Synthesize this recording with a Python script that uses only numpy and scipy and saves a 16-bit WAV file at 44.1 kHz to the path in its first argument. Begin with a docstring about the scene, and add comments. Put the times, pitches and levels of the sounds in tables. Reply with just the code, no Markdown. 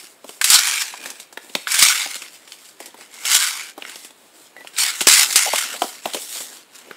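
"""Faint papery rustling over a soft hush, then creases snapping and hard slides of paper on paper.
A stiff card and a folded sheet are slid apart, opened and tapped by hand, close up in a carpeted room.
Rubbing is clumped micro-slips, noise bursts that ring the card; snaps are short decaying pops and noise.
Fingertips thump softly in low-mid noise; a finger scuff is one narrow band of noise.
One microphone hears it all, and the loudest peaks clip."""
import sys
import numpy as np
from scipy import signal
from scipy.fft import rfft, irfft, next_fast_len
from scipy.io import wavfile
from scipy.ndimage import uniform_filter1d, map_coordinates

SR = 44100
rng = np.random.default_rng(int(sys.argv[2]) if len(sys.argv) > 2 else 0)


def ratio(d):
    """dB to gain"""
    e = np.asarray(d, float) / 20
    return 10 ** e


def bounce(signal):
    """Save signal as a 16-bit WAV file at the path given by the first command-line argument."""
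    frames = np.transpose(np.atleast_2d(signal))
    limited = np.clip(frames, -1, 1)
    pcm = np.round(limited * 32767).astype(np.int16)
    wavfile.write(sys.argv[1], SR, pcm)


N = 307083  # samples

# colour of fingertips on paper, mostly low mids: pitch_hz, level_db
FINGER_COLOUR = [(20, -58), (60, -48), (120, -24), (250, -0.5), (500, -1), (900, -2), (1600, -23)]


def unit(x):
    """Scales to an rms of 1."""
    return x / np.sqrt(np.mean(x ** 2) + 1e-20)


def filtered(x, response):
    """Multiplies the spectrum of x by a response given as a function of frequency."""
    m = 2 * next_fast_len(N // 2 + 4096)
    spectrum = rfft(x, m) * response(np.fft.rfftfreq(m, 1 / SR))
    return irfft(spectrum, m)[..., :N]


def coloured(x, points):
    """Minimum-phase filter through (Hz, dB) points on a log axis, so that nothing sounds before a hit."""
    f, db = np.transpose(points)

    def response(hz):
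        cepstrum = irfft(np.log(ratio(np.interp(np.log(hz + 1), np.log(f), db))))
        half = len(cepstrum) // 2
        # folding the cepstrum onto its causal half gives minimum phase
        cepstrum[1:half] *= 2
        cepstrum[half + 1:] = 0
        return np.exp(rfft(cepstrum))
    return filtered(x, response)


def tinted(x, points):
    """Zero-phase filter through (Hz, dB) points, so that neighbouring bands of noise add up smoothly."""
    f, db = np.transpose(points)
    return filtered(x, lambda hz: ratio(np.interp(np.log(hz + 1), np.log(f), db)))


def wobble(rate):
    """A smooth random curve with rate knots a second."""
    knots = rng.standard_normal(int(N * 2000 / SR) + 4)
    return map_coordinates(knots, [np.arange(N) * rate / SR])


def port(x):
    """The microphone port lifts three bands and slightly dips one."""
    # port bands: pitch_hz, width_hz, gain_db
    port_bands = [(3530, 58, -2), (4790, 770, 2.5), (5450, 100, 5), (7500, 1470, 4.5)]

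    def response(f):
        return 1 + sum((ratio(db) - 1) * 1j * f * w / (c * c - f * f + 1j * f * w) for c, w, db in port_bands)
    return filtered(x, response)


def slips(rate, spread_db, life_s, clump_db, hiss):
    """Fibres catch and let go: noise bursts of very unequal size, in clumps, over smooth hiss."""
    when, size = rng.random((2, N))
    starts = (when < rate / SR) * ratio(-spread_db * np.log(size + 0.045))
    bursts = signal.lfilter([1], [1, -np.exp(-1 / (life_s * SR))], starts)
    clumps = ratio(clump_db * (wobble(22) + wobble(70)))
    return unit(clumps * (unit(bursts) + hiss) * rng.standard_normal(N))


def card(x, patchy_db):
    """The card rings at pitches that move as it is bent, and its colour flickers in patches."""
    # broad resonances of the card, unbent and fully sounding: pitch_hz, width_hz, gain_db
    card_modes = [(1450, 170, 6), (2150, 190, 10), (2850, 200, 3)]
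    # how the card is held: time_s, stretch of its resonances (ratio), share of their gain in dB (0-1)
    grips = [(.3, 1, 0.85), (.95, 1.13, 0.93), (1.6, 1.07, 0.92), (2.25, 1, 1), (2.5, 0.85, 0),
             (3.2, 1, 0.83), (3.7, 1.07, 1), (4.2, 0.87, 0), (4.75, 1.06, 0.95), (5.1, 0.95, 0.58),
             (5.699, 1, 1), (5.85, 0.95, 0.18)]
    hz, t, z = signal.stft(x, SR, nperseg=512)
    s, stretch, share = np.transpose(grips)
    bent = hz[:, None] / np.interp(t, s, stretch)
    lift_db = sum(db / (1 + (2 * (bent - c) / w) ** 2) for c, w, db in card_modes)
    lift_db = lift_db * np.interp(t, s, share)
    across_pitch = uniform_filter1d(rng.standard_normal(z.shape), size=5, axis=0)
    patches = unit(uniform_filter1d(across_pitch, size=10, axis=1))
    return signal.istft(z * ratio(lift_db + patchy_db * patches), SR, nperseg=512)[1][:N]


def past(seconds):
    """Time beyond a moment, zero ahead of it."""
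    return np.clip(seconds, 0, None)


def rustle_power(t):
    """Light handling swells, holds and settles: power of fibres, card, fingers and glide."""
    # rustles: full_from_s, full_to_s, fibres_db, card_db and fingers_db (both relative to fibres)
    rustles = [(0, 0.038, -43.5, -5.5, -11), (0.103, 0.122, -53, -10, -13), (0.283, 0.367, -46, -7, -9.5),
               (1.037, 1.072, -37, -1.5, -3.5), (1.138, 1.22, -47.5, -3.5, -10),
               (1.44, 1.567, -48, -6.5, -6.5), (1.572, 1.636, -48, -9, -6),
               (2.338, 2.338, -42.5, -5.5, -13.5), (2.43, 2.475, -53, 3, -6.5),
               (2.519, 2.543, -43, -3, -23.5), (2.615, 2.7, -47, -4.5, -19.5), (2.833, 2.863, -47, -1, -4),
               (2.993, 3.03, -46, -1, -8), (3.142, 3.17, -47, -0.5, -9), (3.217, 3.236, -37, -1.5, -13),
               (3.817, 3.8, -51, 3.5, 8), (3.865, 3.914, -41.5, 0, -16), (3.953, 4.044, -44, -4.5, -15),
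               (4.18, 4.286, -59, -11, -3), (4.367, 4.448, -49, -5.5, -8), (4.58, 4.674, -54.5, -1, 2.5),
               (5.27, 5.348, -27, -5.5, -19), (4.78, 4.753, -37.5, -2.5, -15), (4.984, 4.99, -35, -6, -26),
               (5.635, 5.686, -39.5, 4, -8.5), (5.755, 5.81, -46, -3, -1), (5.82, 5.885, -37, -9, -25),
               (5.923, 5.961, -41, -1.5, -12), (6.067, 6.17, -36.5, -1, -19),
               (6.212, 6.234, -33, -8.5, -18), (6.305, 6.423, -33.5, -8.5, -16),
               (6.46, 6.562, -41, -3, -10.5), (6.758, 6.795, -46.5, -2, -12), (6.826, 6.963, -56, 5.5, 3)]
    swell_db_per_s, settle_db_per_s = 254, 200
    power = np.zeros((4, len(t)))
    for start, end, db, card_db, finger_db in rustles:
        shape = db - swell_db_per_s * past(start - t) - settle_db_per_s * past(t - end)
        glide = shape - 9.5 - card_db  # the less the card rings, the more the glide hisses
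        power += ratio([shape, shape + card_db, shape + finger_db, glide]) ** 2
    return power


def slide_power(t):
    """A sheet on the card starts abruptly or speeds up, surges, then mostly fades until it lifts off."""
    # slides: touch_s, fastest_s (may precede touch), lift_off_s, level_db (of fibres at fastest_s), #
    # fade_db_per_s (before the bend of the fade below; a negative one makes the level keep rising until lift-
    # off)
    slides = [(0.447, 0.546, 0.98, -10, 48), (1.68, 1.834, 2.28, -10.5, 48.5),
              (3.254, 3.357, 3.71, -11, 66), (4.782, 4.808, 5.07, -15, 68), (5.082, 5.062, 5.235, -7, -5.5),
              (5.363, 5.36, 5.76, -10, 37.5)]
    speed_up_db, speed_up_s = 7.5, 0.13  # gain over the time ahead of fastest_s
    jerk_db, jerk_s = 7.5, 0.042  # extra surge around fastest_s and its time constant
    touch_db_per_s, lift_db_per_s = 1497, 359  # steepness of start and stop
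    power = np.zeros((3, len(t)))
    for touch, fastest, lift, db, fade_db in slides:
        surge = jerk_db * np.exp(-np.abs(t - fastest) / jerk_s)
        edges = touch_db_per_s * past(touch - t) + lift_db_per_s * past(t - lift)
        after = past(t - fastest)
        fade = fade_db * after * (0.58 + 1.5 * after)  # bends further with time
        rest_db = db - jerk_db  # fastest level without the surge
        speed = rest_db - speed_up_db * np.clip((fastest - t) / speed_up_s, 0, 1) - fade
        # the card takes part of the surge and follows the fade a little less
        ring = speed - 4.5 + 0.35 * surge + 0.088 * (rest_db - speed)
        press = -47.5 + 0.33 * (speed + surge)  # finger pressure follows the slide loosely
        power += ratio(np.array([speed + surge, ring, press]) - edges) ** 2
    return power


def strokes():
    """Sums the powers of slides and rustles into gains of fibres, card, fingers and glide."""
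    t = np.arange(0, N + 64, 32) / SR
    power = rustle_power(t)
    power[:3] += slide_power(t)
    return [np.interp(np.arange(N) / SR, t, np.sqrt(p)) for p in power]


def rubbing():
    """One stream of slips feeds fibre hiss and card ring; a glide hiss and finger shuffle join in."""
    # colours of fibre hiss, ringing card and smooth glide: pitch_hz, level_db
    fibre_colour = [(1500, -119), (2600, -26.5), (3500, 3), (6000, 1), (9000, 0), (12000, -5.5),
                    (15500, -12)]
    board_colour = [(100, -70), (400, -40), (800, -8.5), (1300, -2.5), (2400, -0.5), (3200, -2.5),
                    (5000, -38)]
    glide_colour = [(3000, -34), (6000, -10), (8000, 3), (11000, -4), (15500, -6.5)]
    hiss, ring, fingers, glide = strokes()
    sheen = glide * unit(tinted(rng.standard_normal(N), glide_colour))
    stream = slips(rate=650, spread_db=3.3, life_s=0.0008, clump_db=1.2, hiss=1.3)
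    stream = port(card(stream, patchy_db=2.35))
    shuffle = slips(rate=90, spread_db=3.5, life_s=0.005, clump_db=1.2, hiss=1.1)
    fibres = hiss * unit(tinted(stream, fibre_colour))
    board = ring * unit(tinted(stream, board_colour))
    return sheen + fibres + board + fingers * unit(coloured(shuffle, FINGER_COLOUR))


def air():
    """The steady hush of room and microphone: coloured noise at -54 dB rms."""
    # colour of the hush: pitch_hz, level_db
    hush_colour = [(15, -43), (25, -21), (75, -7), (322, 12.5), (1950, 5), (4040, 3.5), (5880, -7),
                   (7910, -1.5), (15500, -9)]
    return ratio(-54) * unit(coloured(rng.standard_normal(N), hush_colour))


def snaps():
    """A crease gives way: a few cycles at its pitch with a rattle, a flat slap, a crack and a low thump."""
    # creases and taps: start_s, level_db, pitch_hz, thump_db and crack_db (both relative to level_db);
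    # the levels are balanced further by the fixed trims below
    crease_hits = [(0.243, -28, 840, -1, -21), (0.292, -22.5, 2900, -9.5, -4.5), (0.413, 3, 1600, -47, -11),
                   (0.442, -3, 3950, -54, 3), (0.501, -2.5, 4400, -34, 6), (0.54, -10, 5500, -35, 6),
                   (0.719, -11, 2450, -26, -9), (0.939, -15.5, 970, -27, -21),
                   (1.058, -14, 1750, -17, -6.5), (1.102, -15.5, 6110, -38, -6),
                   (1.199, -23, 3680, -24, -1), (1.326, -29, 1250, -11, -3), (1.373, -12.5, 1720, -14, -24),
                   (1.497, -27, 3550, -13, -15), (1.551, 2, 3770, -17.5, -22.5),
                   (1.671, -3.5, 1610, -50, -35), (1.718, -9, 4700, -45, 1), (1.741, -6, 2160, -60, 1),
                   (1.791, -11, 5170, -48, 8), (1.824, 9, 4820, -47, -8.5), (2.059, -16, 2280, -10.5, -24),
                   (2.154, -16.5, 2300, -16, -3), (2.22, -18.5, 2660, -20, -7),
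                   (2.262, -25, 2700, -23, -20), (2.476, -29.5, 2320, -24, -8), (2.52, -17, 4530, -44, -18),
                   (2.802, -26, 2040, -1, -1), (2.858, -23.5, 5970, -14, -1.5),
                   (2.943, -29, 960, -4.5, -28), (2.986, -41, 400, 2, -20), (3.14, -29.5, 4100, -32, -2),
                   (3.252, -7, 3430, -49, -5), (3.314, -8, 4860, -47, 0), (3.349, -5, 3180, -31, -3.5),
                   (3.778, -25.5, 1230, 0, -20), (3.822, -13.5, 2870, -22, -35),
                   (3.85, -17, 2150, -24, -25), (3.895, -18, 3530, -43, -9), (3.957, -18.5, 5460, -20, -9),
                   (4.047, -27, 3560, -15, 1), (4.106, -28.5, 3430, -13.5, -10),
                   (4.565, -25.5, 1860, -11, -26), (4.607, -27, 1920, -12, -22),
                   (4.647, -29.5, 927, -7.5, -33), (4.672, -21, 2860, -37, -9), (4.735, -30, 3920, -16, -9),
                   (4.765, -14, 4070, -44, -22), (4.784, -8, 5900, -31, 0), (5.007, 1, 3630, -29, -13),
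                   (5.013, -6.5, 2700, -14, -2.5), (5.023, -17, 3720, -34, -8), (5.07, 11, 5740, -25, -7),
                   (5.138, -0.5, 4700, -38, 0), (5.326, -14.5, 5450, -33, 4.5), (5.358, 0, 4700, -25, 2),
                   (5.535, -3, 844, -21, -13), (5.558, -5.5, 3050, -38, -4), (5.582, -5.5, 2270, -36, -2),
                   (5.819, 0.5, 715.7, -21, -17), (5.84, -17, 649, -5.5, -17), (6.056, -6, 747, -9.5, -44),
                   (6.075, -19.5, 760, -6, -25), (6.135, -10.5, 4350, -24, -8), (6.146, -8, 3580, -11, -8),
                   (6.357, -35, 694, 2, -15), (6.404, -27.5, 1510, -6, -12), (6.884, -31, 443, -34, -19),
                   (6.91, -18.5, 1670, -13.5, -41)]
    ring, crack, thump, flick = np.zeros((4, N + SR))
    t = np.arange(SR // 16) / SR
    rise = 1 - np.exp(-t / 0.00055)
    # each decay falls 60 dB in the time that divides t
    slap_decay = ratio(-60 * t / 0.018)
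    crack_decay = ratio(-60 * t / 0.019) + ratio(-1.5 - 60 * t / 0.12)
    thump_decay = ratio(-60 * t / 0.039)
    for s, db, hz, thump_db, crack_db in crease_hits:
        cycles = max(13.5 * (hz / 1000) ** 0.6, 3)  # higher pitches ring for more cycles
        noise = rng.standard_normal((4, len(t)))
        band_hz = np.clip([hz / 1.54, hz * 1.29], 100, 12000)
        rattle = unit(signal.sosfilt(signal.butter(2, band_hz, "band", fs=SR, output="sos"), noise[0]))
        rattle = ratio(-8.5 - 60 * t * hz / (2.54 * cycles)) * rattle
        pop = ratio(-60 * t * hz / cycles) * np.sin(2 * np.pi * hz * t)
        first = round(s * SR)
        at = slice(first, first + len(t))
        ring[at] += ratio(db - 2.5) * rise * (pop + rattle)
        crack[at] += ratio(db + crack_db - 12.5) * rise * crack_decay * noise[1]
        thump[at] += ratio(db + thump_db + 15) * rise * thump_decay * noise[2]
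        flick[at] += ratio(db - 3.5) * rise * slap_decay * noise[3]
    pops = coloured(ring[:N], [(50, -31), (300, 0)])
    slap = coloured(flick[:N], [(100, -56), (500, -50), (1100, -1), (3800, 2), (6000, -23.5)])
    bright = coloured(crack[:N], [(200, -61), (1200, -2.5), (3000, 4.5), (5000, 2.5),
                                  (9500, 6.5), (15500, -6.5)])
    return pops + port(bright) + slap + coloured(thump[:N], FINGER_COLOUR)


def room(x):
    """The soft room answers with a noise tail in which each frequency dies at its own speed."""
    # time to fall by 60 dB: pitch_hz, decay_s
    room_decay = [(200, 0.18), (2000, 0.48), (10000, 0.14)]
    hz, t, z = signal.stft(rng.standard_normal(SR // 3), SR, nperseg=256)
    f, t60 = np.transpose(room_decay)
    fall = ratio(-60 * t / np.interp(hz, f, t60)[:, None])
    tail = signal.istft(z * fall, SR, nperseg=256)[1]
    delayed = np.pad(x, (300, 0))  # samples
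    return signal.fftconvolve(delayed, tail / np.linalg.norm(tail))[:N]


def scuffs():
    """A fingertip drags briefly and excites one band of the paper."""
    # finger scuffs and a squeak: start_s, length_s, pitch_hz, width_hz, level_db
    finger_drags = [(4.566, 0.075, 1966, 45, -44.5), (5.456, 0.04, 716, 497, -26),
                    (5.735, 0.036, 626, 356, -39), (6.15, 0.04, 478, 297, -35.5)]
    out, t = np.zeros(N), np.arange(N) / SR
    for s, length, hz, width_hz, db in finger_drags:
        band = filtered(rng.standard_normal(N), lambda f: 1 / (1 + (2 * (f - hz) / width_hz) ** 4))
        swell = np.sqrt(np.sin(np.pi * np.clip((t - s) / length, 0, 1)).clip(0))
        out += ratio(db) * swell * unit(band)
    return out


def scene():
    """Paper, the hush, and a faint room behind the snaps, alike in both channels."""
    hits = snaps()
    mix = rubbing() + scuffs() + hits + ratio(-14) * room(hits) + air()
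    return np.tile(mix, (2, 1))


def patchy_noise(x):
    """A faint noise that follows the spectrum of x and flickers in patches of pitch and time."""
    z = signal.stft(x, nperseg=1024)[2]
    chance = rng.standard_normal((2, *z.shape))
    across_pitch = uniform_filter1d(chance[0], size=14, axis=0)
    patches = unit(uniform_filter1d(across_pitch, size=3, axis=1))
    grains = np.abs(z) * chance[1] * ratio(-33.5 + 7.8 * patches)
    return signal.istft(grains, nperseg=1024)[1][:N]


def roll_off(x):
    """The treble ends steeply here."""
    return signal.sosfilt(signal.butter(12, 15690, fs=SR, output="sos"), x)


def record(dry):
    """The input clips at full scale, gains a faint patchy noise opposite in left and right, loses its top."""
    clipped = np.clip(dry, -1, 1)
    noise = patchy_noise(clipped[0])
    pair = clipped + [noise, -noise]
    finished = filtered(pair, lambda hz: hz < 15700)
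    return roll_off(finished)


dry = scene()
out = record(dry)
bounce(out)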